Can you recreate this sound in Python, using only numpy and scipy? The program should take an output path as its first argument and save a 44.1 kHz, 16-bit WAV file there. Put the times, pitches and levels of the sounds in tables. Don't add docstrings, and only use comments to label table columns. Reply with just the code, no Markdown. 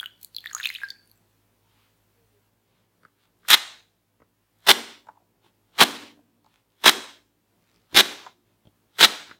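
import sys
import numpy as np
from scipy import signal
from scipy.fft import rfft, irfft, next_fast_len
from scipy.io import wavfile
from scipy.ndimage import uniform_filter1d, minimum_filter1d, map_coordinates

SR = 44100
rng = np.random.default_rng(int(sys.argv[2]) if len(sys.argv) > 2 else 0)


def generate_wav(sig):
    pcm = np.round(np.clip(np.atleast_2d(sig).T, -1, 1) * 32767).astype(np.int16)
    wavfile.write(sys.argv[1], SR, pcm)


def ratio_of_db(decibels):
    return 10 ** (np.asarray(decibels, float) / 20)


N = 414099
TIME = np.arange(N) / SR
SCENE_CHANGE_S = 2.5

# start_s, peak_db, pitch_hz, end_pitch_ratio
DROPS = [(0.0, -17.5, 3348, .97), (.03, -22.5, 1537, 0.97), (.038, -30, 1580, 0.8), (.059, -20, 3068, .93),
         (.365, -17, 4370, 0.89), (.384, -23.5, 3530, 0.91), (.459, -19.5, 1940, 0.87),
         (.499, -35.5, 4260, 1.06), (.513, -29, 1660, 0.97), (.549, -14.5, 6470, 1.12),
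         (.566, -26, 1324, 1.2), (.6, -20, 1770, 0.93), (.608, -25, 1740, 0.71), (.648, -18, 2970, 1.1),
         (.656, -11, 2560, .98), (.671, -19, 2533, 1.17), (.69, -21.5, 4190, 0.96), (.702, -19, 2030, 1.13),
         (.751, -24.5, 2610, 0.91), (.904, -20.5, 4530, 1.02)]
# start_s, peak_db, pitch_hz, t60_s, end_pitch_ratio
RISING_BUBBLES = [(.4705, -25, 3750, 0.013, 0.83), (.4745, -29.5, 3500, 0.013, 1.3),
                  (.5497, -26, 1234, 0.037, 1.02), (.6091, -36.5, 2406, 0.021, 2),
                  (.6311, -22.5, 3375, 0.025, 1.6), (.6402, -27, 2510, 0.036, 1.7),
                  (.6572, -14.5, 3320, .026, 1.4), (.7501, -25.5, 3860, 0.017, .97),
                  (0.7576, -24, 2770, 0.036, 4.2), (.8343, -20, 1653, 0.074, 0.94),
                  (.9034, -34.5, 3530, 0.038, 1.05)]
# start_s, peak_db, pitch_hz
SPLATS = [(.0098, -35, 10100), (0.2313, -29, 12800), (0.2469, -29, 4260), (0.4058, -38.5, 3300),
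          (0.6726, -31.5, 7270), (.7422, -37, 12000), (1.0751, -44, 9100), (1.1147, -40, 4300),
          (1.1753, -48, 7570)]
# time_s, level_db
TRICKLE = [(0, -50), (.1, -56), (.32, -62.5), (.42, -55), (.6, -42), (.78, -41), (.95, -53.5), (1.1, -71)]
# frequency_hz, density_db_per_hz
SPRAY_COLOUR = [(2500, -40), (5000, 1.5), (9000, 0), (15600, -2.5), (15950, -40.5)]

# time_s, level_db
BUILDING_LEVEL = [(0, -70), (1.2, -72), (2.451, -73), (2.551, -73.5), (3.4, -73), (4.401, -76),
                  (5.3, -72.5), (6.4, -73), (7.35, -75.5), (7.6, -71), (8.6, -73), (9.39, -69.5)]
# frequency_hz, density_db_per_hz
RUMBLE_COLOUR = [(15, -40.5), (45, -8), (70, -12.5), (102, -6), (180, -3.5), (300, -6), (1000, -16.5),
                 (2500, -61.5)]
# frequency_hz, density_db_per_hz
HISS_COLOUR = [(400, -20.5), (900, 2), (1500, 0), (3000, -3), (6000, -7.5), (10000, -8), (16000, -4.5)]
# frequency_hz, level_db
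MAINS_TONES = [(48.4, -81), (102.3, -72.5)]
# time_s, pitch_hz, level_db
PIPE_HUM = [(2.13, 477.9, -98), (2.18, 480, -67.5), (2.28, 440, -76), (2.39, 404.2, -66.5),
            (2.43, 402.9, -95)]
# frequency_hz, t60_s
ROOM_DECAY = [(150, 0.59), (260, 1.1), (600, 0.49), (3000, 0.55), (8000, 0.63), (15000, 0.15)]
# frequency_hz, level_db
WALL_FEED = [(100, -3.5), (280, 5), (700, 1.5), (1500, 1), (2700, -0.5), (3700, -3.5), (6000, 1.5),
             (15000, -1)]

# start_s, end_s, level_db
RUSTLES = [(1.602, 1.974, -71.5), (2.624, 2.901, -75), (3.173, 3.297, -73.5), (5.424, 5.52, -70.5),
           (6.448, 6.649, -72.5), (7.597, 7.902, -75), (8.444, 8.595, -77)]
# frequency_hz, level_db
SKIN_COLOUR = [(400, -25), (900, 1.5), (2000, -3), (3500, -1.5), (6000, -13), (15000, -19.5)]
# start_s, peak_db, knock_hz, push_db, tick_db
CONTACTS = [(3.05, -41.5, 1355, -4, -8), (3.449, -46, 1368, -22, -13), (4.218, -47.5, 1248, 3.5, -16),
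            (5.086, -36, 887.3, -17, -15), (5.169, -48, 824, -14, -21), (5.219, -52.5, 631, -15, -16),
            (5.461, -53, 805, 4.5, -10.5), (5.751, -49.5, 3097, -20, -5.5), (6.189, -50, 701.7, -16, -16.5),
            (6.461, -48, 908, -14.5, -4.5), (7.944, -30.5, 420, -7.5, -8), (8.264, -35, 854.5, -19.5, -11),
            (8.670, -50.5, 3009, 9.5, -11), (9.311, -35, 1458, -8.5, -20.5)]

# start_s, end_s, tearing_db, swell_db, frame_db
CUTS = [
    (3.498, 3.544, -14.5, 8.5, -18),
    (4.682, 4.712, -10, 1.7, -3),
    (5.801, 5.836, -9.5, -0.96, 0.85),
    (6.853, 6.896, -10.5, 2, -5.5),
    (7.964, 8.01, -10, 1.45, -9),
    (9, 9.054, -11, 4.3, -8.5),
]
# start_s, level_db
TOOTH_SNAPS = [(3.5029, -2), (3.512, -9), (3.531, -5), (3.5423, -1), (3.5737, -19.5), (4.6901, -5),
               (4.706, -5), (4.7115, -2.5), (5.797, -14.5), (5.8092, -5.5), (5.815, -7), (5.8223, -4.5),
               (5.8476, -25.5), (6.8591, -6.5), (6.8667, -4), (6.8731, -7.5), (6.8797, -10), (6.8935, -6),
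               (6.913, -22), (7.9625, -0.5), (7.9709, -11), (7.9796, -5.5), (7.9875, -6), (7.9954, -4.5),
               (8.0023, -3.5), (9.0079, -7), (9.0272, -9), (9.0337, -9), (9.0392, -2.5), (9.0448, -2.5)]
# frequency_hz, width_hz, level_db
BLADE_MODES = [(1400, 830, -8.5), (2020, 630, -5.5), (3340, 520, -4), (4020, 440, -4.5),
               (5000, 1400, -15.5)]
# frequency_hz, width_hz, level_db
FRAME_MODES = [(206.5, 30, -2.5), (303, 30, -0.5), (384, 99, -3), (681.2, 300, 2), (858, 720, 0)]
# frequency_hz, level_db
CELL_COLOUR = [(3000, -28.5), (5500, -3), (7200, -4), (8500, -1), (10500, -5), (13000, 0.5), (15500, -11)]
# frequency_hz, density_db_per_hz
RAMP_COLOUR = [(250, -16.5), (700, -9.5), (1500, -11.5), (4000, -12.5), (6500, -22.5), (11000, -27.5),
               (15600, -26.5), (15950, -60)]
# frequency_hz, width_hz, level_db
BOARD_MODES = [(232, 40, 0), (305, 31, 0.76)]
# start_s, peak_db
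SKIN_TICKS = [(5.712, -44), (6.559, -47), (6.721, -39.5), (7.641, -40.5), (7.691, -37.5), (7.715, -37.5),
              (7.761, -34), (7.771, -39), (7.78, -42.5), (7.818, -41), (7.862, -42), (6.463, -36.5)]


def unit(x):
    return x / np.sqrt(np.mean(x ** 2) + 1e-20)


def along(points, hz):
    f, v = np.transpose(points)
    return np.interp(np.log(hz + 1), np.log(f + 1), v)


def coloured(table):
    return lambda hz: ratio_of_db(along(table, hz))


def filtered(x, response):
    m = next_fast_len(N + SR // 2)
    return irfft(rfft(x, m) * response(np.fft.rfftfreq(m, 1 / SR)), m)[:N]


def modes(table):
    def response(f):
        total = 0
        for k, (centre, width, db) in enumerate(table):
            damping = 1j * f * width
            total = total + (-1) ** k * ratio_of_db(db) * damping / (centre * centre - f * f + damping)
        return total
    return response


def wobble(rate):
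    return map_coordinates(rng.standard_normal(int(N * rate / SR) + 4), [TIME * rate])


def played(envelope, response, grain_db):
    grains = unit(rng.standard_normal(N) * ratio_of_db(grain_db * rng.exponential(1, N)))

    def even(hz):
        gain = response(hz)
        return gain / np.sqrt(np.mean(np.abs(gain) ** 2))
    return filtered(envelope * grains, even)


def drips():
    out, t = np.zeros(N + SR), np.arange(SR // 10) / SR
    moment, size, pitch = rng.random(size=(110, 3)).T
    when = 1.2 * moment
    size_db = np.interp(when, *np.transpose(TRICKLE)) + 12 * size
    # start_s, peak_db, pitch_hz, t60_s, end_pitch_ratio, splash_db
    patter = [(s, db, 1700 * 3 ** u, 0.008, 1.03, -9) for s, db, u in zip(when, size_db, pitch)]
    drops = [(s, db, hz, 0.017, ratio, -11) for s, db, hz, ratio in DROPS]
    splats = [(s, db, hz, 0.0074, 1.1, 3) for s, db, hz in SPLATS]
    rising = [(*row, -15) for row in RISING_BUBBLES]
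    for s, db, hz, t60, ratio, splash_db in drops + splats + rising + patter:
        pitch_hz = hz * min(ratio, 1.75) ** np.tanh(3 * t / t60)
        phase = 2 * np.pi * np.cumsum(pitch_hz) / SR
        bubble = np.sin(phase) * ratio_of_db(-60 * t / t60) * (1 - np.exp(-t / 0.0001))
        splash = signal.lfilter([1, -0.8], 1, rng.standard_normal(len(t)))
        splash *= ratio_of_db(splash_db - 0.5 - 60 * t / 0.0045)
        out[round(s * SR):][:len(t)] += ratio_of_db(db + 6) * (bubble + splash)
    trickle_db = np.interp(TIME, *np.transpose(TRICKLE), right=-120)
    spray = ratio_of_db(trickle_db - 13.5 + 2.5 * wobble(50))
    return out[:N] + played(spray, coloured(SPRAY_COLOUR), grain_db=3)


def background():
    def noise(table):
        return unit(filtered(rng.standard_normal(N), coloured(table)))

    at_board = TIME > SCENE_CHANGE_S
    busy_db = np.interp(TIME, *np.transpose(BUILDING_LEVEL))
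    hiss_db = -75 + 0.3 * (busy_db - busy_db.mean()) - 3 * at_board
    rumble = ratio_of_db(busy_db + 17.5 + 0.88 * wobble(14)) * noise(RUMBLE_COLOUR)
    hiss = ratio_of_db(hiss_db + 21 + 0.66 * wobble(5.7)) * noise(HISS_COLOUR)
    buzz = np.zeros(N)
    for hz, db in MAINS_TONES:
        level = ratio_of_db(db + 18 + 1.6 * wobble(23) - 4 * at_board)
        buzz += level * np.sin(2 * np.pi * hz * TIME + 0.31 * wobble(7.3))
    s, hz, db = np.transpose(PIPE_HUM)
    phase = 2 * np.pi * np.cumsum(np.interp(TIME, s, hz)) / SR
    hum = ratio_of_db(np.interp(TIME, s, db) + 17 + 2.5 * wobble(30)) * np.sin(phase)
    return rumble + hiss + buzz + hum


def kitchen(x):
    out = np.zeros(N + 3 * SR)
    sent = filtered(x, coloured(WALL_FEED))
    for start in range(0, N, SR):
        hz, t, z = signal.stft(rng.standard_normal(SR), SR, nperseg=256)
        decay = ratio_of_db(-60 * t / along(ROOM_DECAY, hz)[:, None])
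        tail = signal.istft(z * decay, SR, nperseg=256)[1][:SR]
        wet = signal.fftconvolve(sent[start:start + SR], tail / np.linalg.norm(tail))
        out[start + 200:][:len(wet)] += wet
    return out[:N]


def rustles():
    swell = np.zeros(N)
    for start, end, db in RUSTLES:
        progress = np.clip((TIME - start) / (end - start), 0, 1)
        swell += ratio_of_db(db + 18) * np.sin(np.pi * progress)
    return played(swell * ratio_of_db(1.3 * wobble(40)), coloured(SKIN_COLOUR), grain_db=3)


def taps():
    def peak(v):
        return v / np.abs(v).max()

    out, t = np.zeros(N + SR), np.arange(SR // 10) / SR
    push_band = signal.butter(2, [60, 350], "band", fs=SR)
    tick_band = signal.butter(2, [900, 7500], "band", fs=SR)
    envelope = ratio_of_db(-60 * t / 0.036) * (1 - np.exp(-t / 0.00086))
    for s, db, hz, push_db, tick_db in CONTACTS:
        body, board, edge = rng.standard_normal(size=(3, len(t))) * envelope
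        ring = signal.iirpeak(hz, 1.6, SR)
        knock = signal.lfilter(*ring, signal.lfilter(*ring, body))
        push = signal.lfilter(*push_band, board)
        tick = signal.lfilter(*tick_band, edge * ratio_of_db(-60 * t / 0.008))
        contact = peak(knock) + ratio_of_db(push_db) * peak(push) + ratio_of_db(tick_db) * peak(tick)
        out[round(s * SR):][:len(t)] += ratio_of_db(db + 11) * contact
    return out[:N]


def slicer():
    drive = np.zeros((3, N + SR))
    breaks = np.zeros(N)
    lead = SR // 4
    t = np.arange(-lead, lead) / SR
    age = np.arange(SR // 10) / SR
    body, crack = ratio_of_db(0.5 - 60 * age / 0.03), ratio_of_db(-1 - 60 * age / 0.0013)
    snap = (body + crack) * (1 - np.exp(-age / 0.0003))
    slide = ratio_of_db(-33.5) * (ratio_of_db(-230 * np.abs(t)) + ratio_of_db(8 - 1000 * np.abs(t))) * (t < 0)
    for k, (start, end, db, swell_db, frame_db) in enumerate(CUTS):
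        bite_in = np.clip(t / 0.003, 0, 1)
        let_go = ratio_of_db(-60 * np.maximum(t - (end - start), 0) / 0.028)
        tear = ratio_of_db(swell_db * np.clip(t / (end - start), 0, 1)) * bite_in * let_go
        cells_db = -3.5 - 0.47 * k
        shares = ratio_of_db([[0], [frame_db], [cells_db]])
        drive[:, round(start * SR) - lead:][:, :len(t)] += ratio_of_db(db) * shares * (tear + slide)
        for s, snap_db in TOOTH_SNAPS:
            if abs(s - start) >= 0.5:
                continue
            breaks[round(s * SR)] = ratio_of_db(snap_db + 23) * rng.choice([-1, 1])
            jolt_db = -7.5 + 8.5 * np.exp(-abs(s - start) / 0.008)
            shares = ratio_of_db([[0], [frame_db + jolt_db], [-16.5]])
            drive[:, round(s * SR):][:, :len(age)] += ratio_of_db(snap_db) * shares * snap
    blade, frame, cells = drive[:, :N] * ratio_of_db(2.9 * np.tanh(wobble(260)))

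    def small(hz):
        return (1j * hz / (170 + 1j * hz)) ** 2

    def blade_response(hz):
        return modes(BLADE_MODES)(hz) * small(hz / 3)

    def frame_response(hz):
        return modes(FRAME_MODES)(hz) * small(hz)

    def break_response(hz):
        click = 0.06 * (hz < 15800) * 1j * hz / (6000 + 1j * hz)
        return blade_response(hz) + 0.8 * frame_response(hz) + click

    cell_colour = [(20, -120)] + list(CELL_COLOUR) + [(15950, -50.5)]
    ringing = played(blade, blade_response, grain_db=2.5) + played(frame, frame_response, grain_db=2.5)
    crisp = played(cells, coloured(cell_colour), grain_db=5.5)
    return ringing + crisp + filtered(breaks, break_response)


def glide():
    push, drone, t = np.zeros(N + SR), np.zeros(N + SR), np.arange(SR) / SR
    stop = 0.5 - 0.5 * np.tanh((t - 0.31) / 0.05)
    for start, end, db, _, frame_db in CUTS:
        slowing = ratio_of_db(db - 18 - 60 * t)
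        push[round(end * SR):][:SR] += slowing * np.clip(t / 0.017, 0, 1) * stop
        ringing = ratio_of_db(db - 19.5 + frame_db - 60 * t / 1.2)
        drone[round(start * SR):][:SR] += ringing * np.clip(t / 0.03, 0, 1)

    def wood(hz):
        return modes(BOARD_MODES)(hz) ** 2

    ramp_colour = [(20, -81)] + list(RAMP_COLOUR)
    hiss = played(push[:N] * ratio_of_db(1.2 * wobble(70)), coloured(ramp_colour), grain_db=0.8)
    return hiss + filtered(drone[:N] * rng.standard_normal(N) * ratio_of_db(22), wood)


def ticks():
    out, t = np.zeros(N), np.arange(SR // 50) / SR
    band = signal.butter(2, [1100, 5500], "band", fs=SR)
    for s, db in SKIN_TICKS:
        click = np.append(3, rng.standard_normal(len(t) - 1)) * ratio_of_db(-60 * t / 0.006)
        click = signal.lfilter(*band, click)
        out[round(s * SR):][:len(t)] += ratio_of_db(db) * click / np.abs(click).max()
    return out


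def scene():
    water, cuts = drips(), slicer()
    hands = taps() + rustles() + ticks()
    room = kitchen(ratio_of_db(-14) * water + ratio_of_db(-19) * cuts + ratio_of_db(-16) * hands)
    return (water + background() + room + hands + cuts + glide())[None]


def gate(x, over_db, knee_db):
    frames = dict(nperseg=2048, noverlap=1536)
    gate_scale_db = 20 * np.log10(4.5)
    z = signal.stft(x, **frames)[2]
    power = uniform_filter1d(np.abs(z) ** 2, size=21, axis=0)
    level_db = 10 * np.log10(np.abs(power) + 1e-20)
    quiet_db = np.percentile(level_db, 20, axis=1, keepdims=True)
    opening = 0.5 + 0.5 * np.tanh((level_db - quiet_db - over_db) / knee_db)
    held = -minimum_filter1d(-opening, size=5, axis=1)
    opening = uniform_filter1d(held, size=3, axis=1)
    return signal.istft(z * ratio_of_db(gate_scale_db * (opening - 1.5)), **frames)[1][:N]


def low_pass(x):
    return signal.sosfilt(signal.butter(12, 16310, fs=SR, output="sos"), x)


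def record(dry):
    track, lag = dry[0], 768
    early = np.concatenate([track[lag:], np.zeros(lag)])
    mix = early * ratio_of_db(-19.5) + gate(track, over_db=14.5, knee_db=6.5)
    mix = mix / (1 + np.abs(mix) ** 10) ** (1 / 10)
    return low_pass(mix[None])


dry = scene()
out = record(dry)
generate_wav(out)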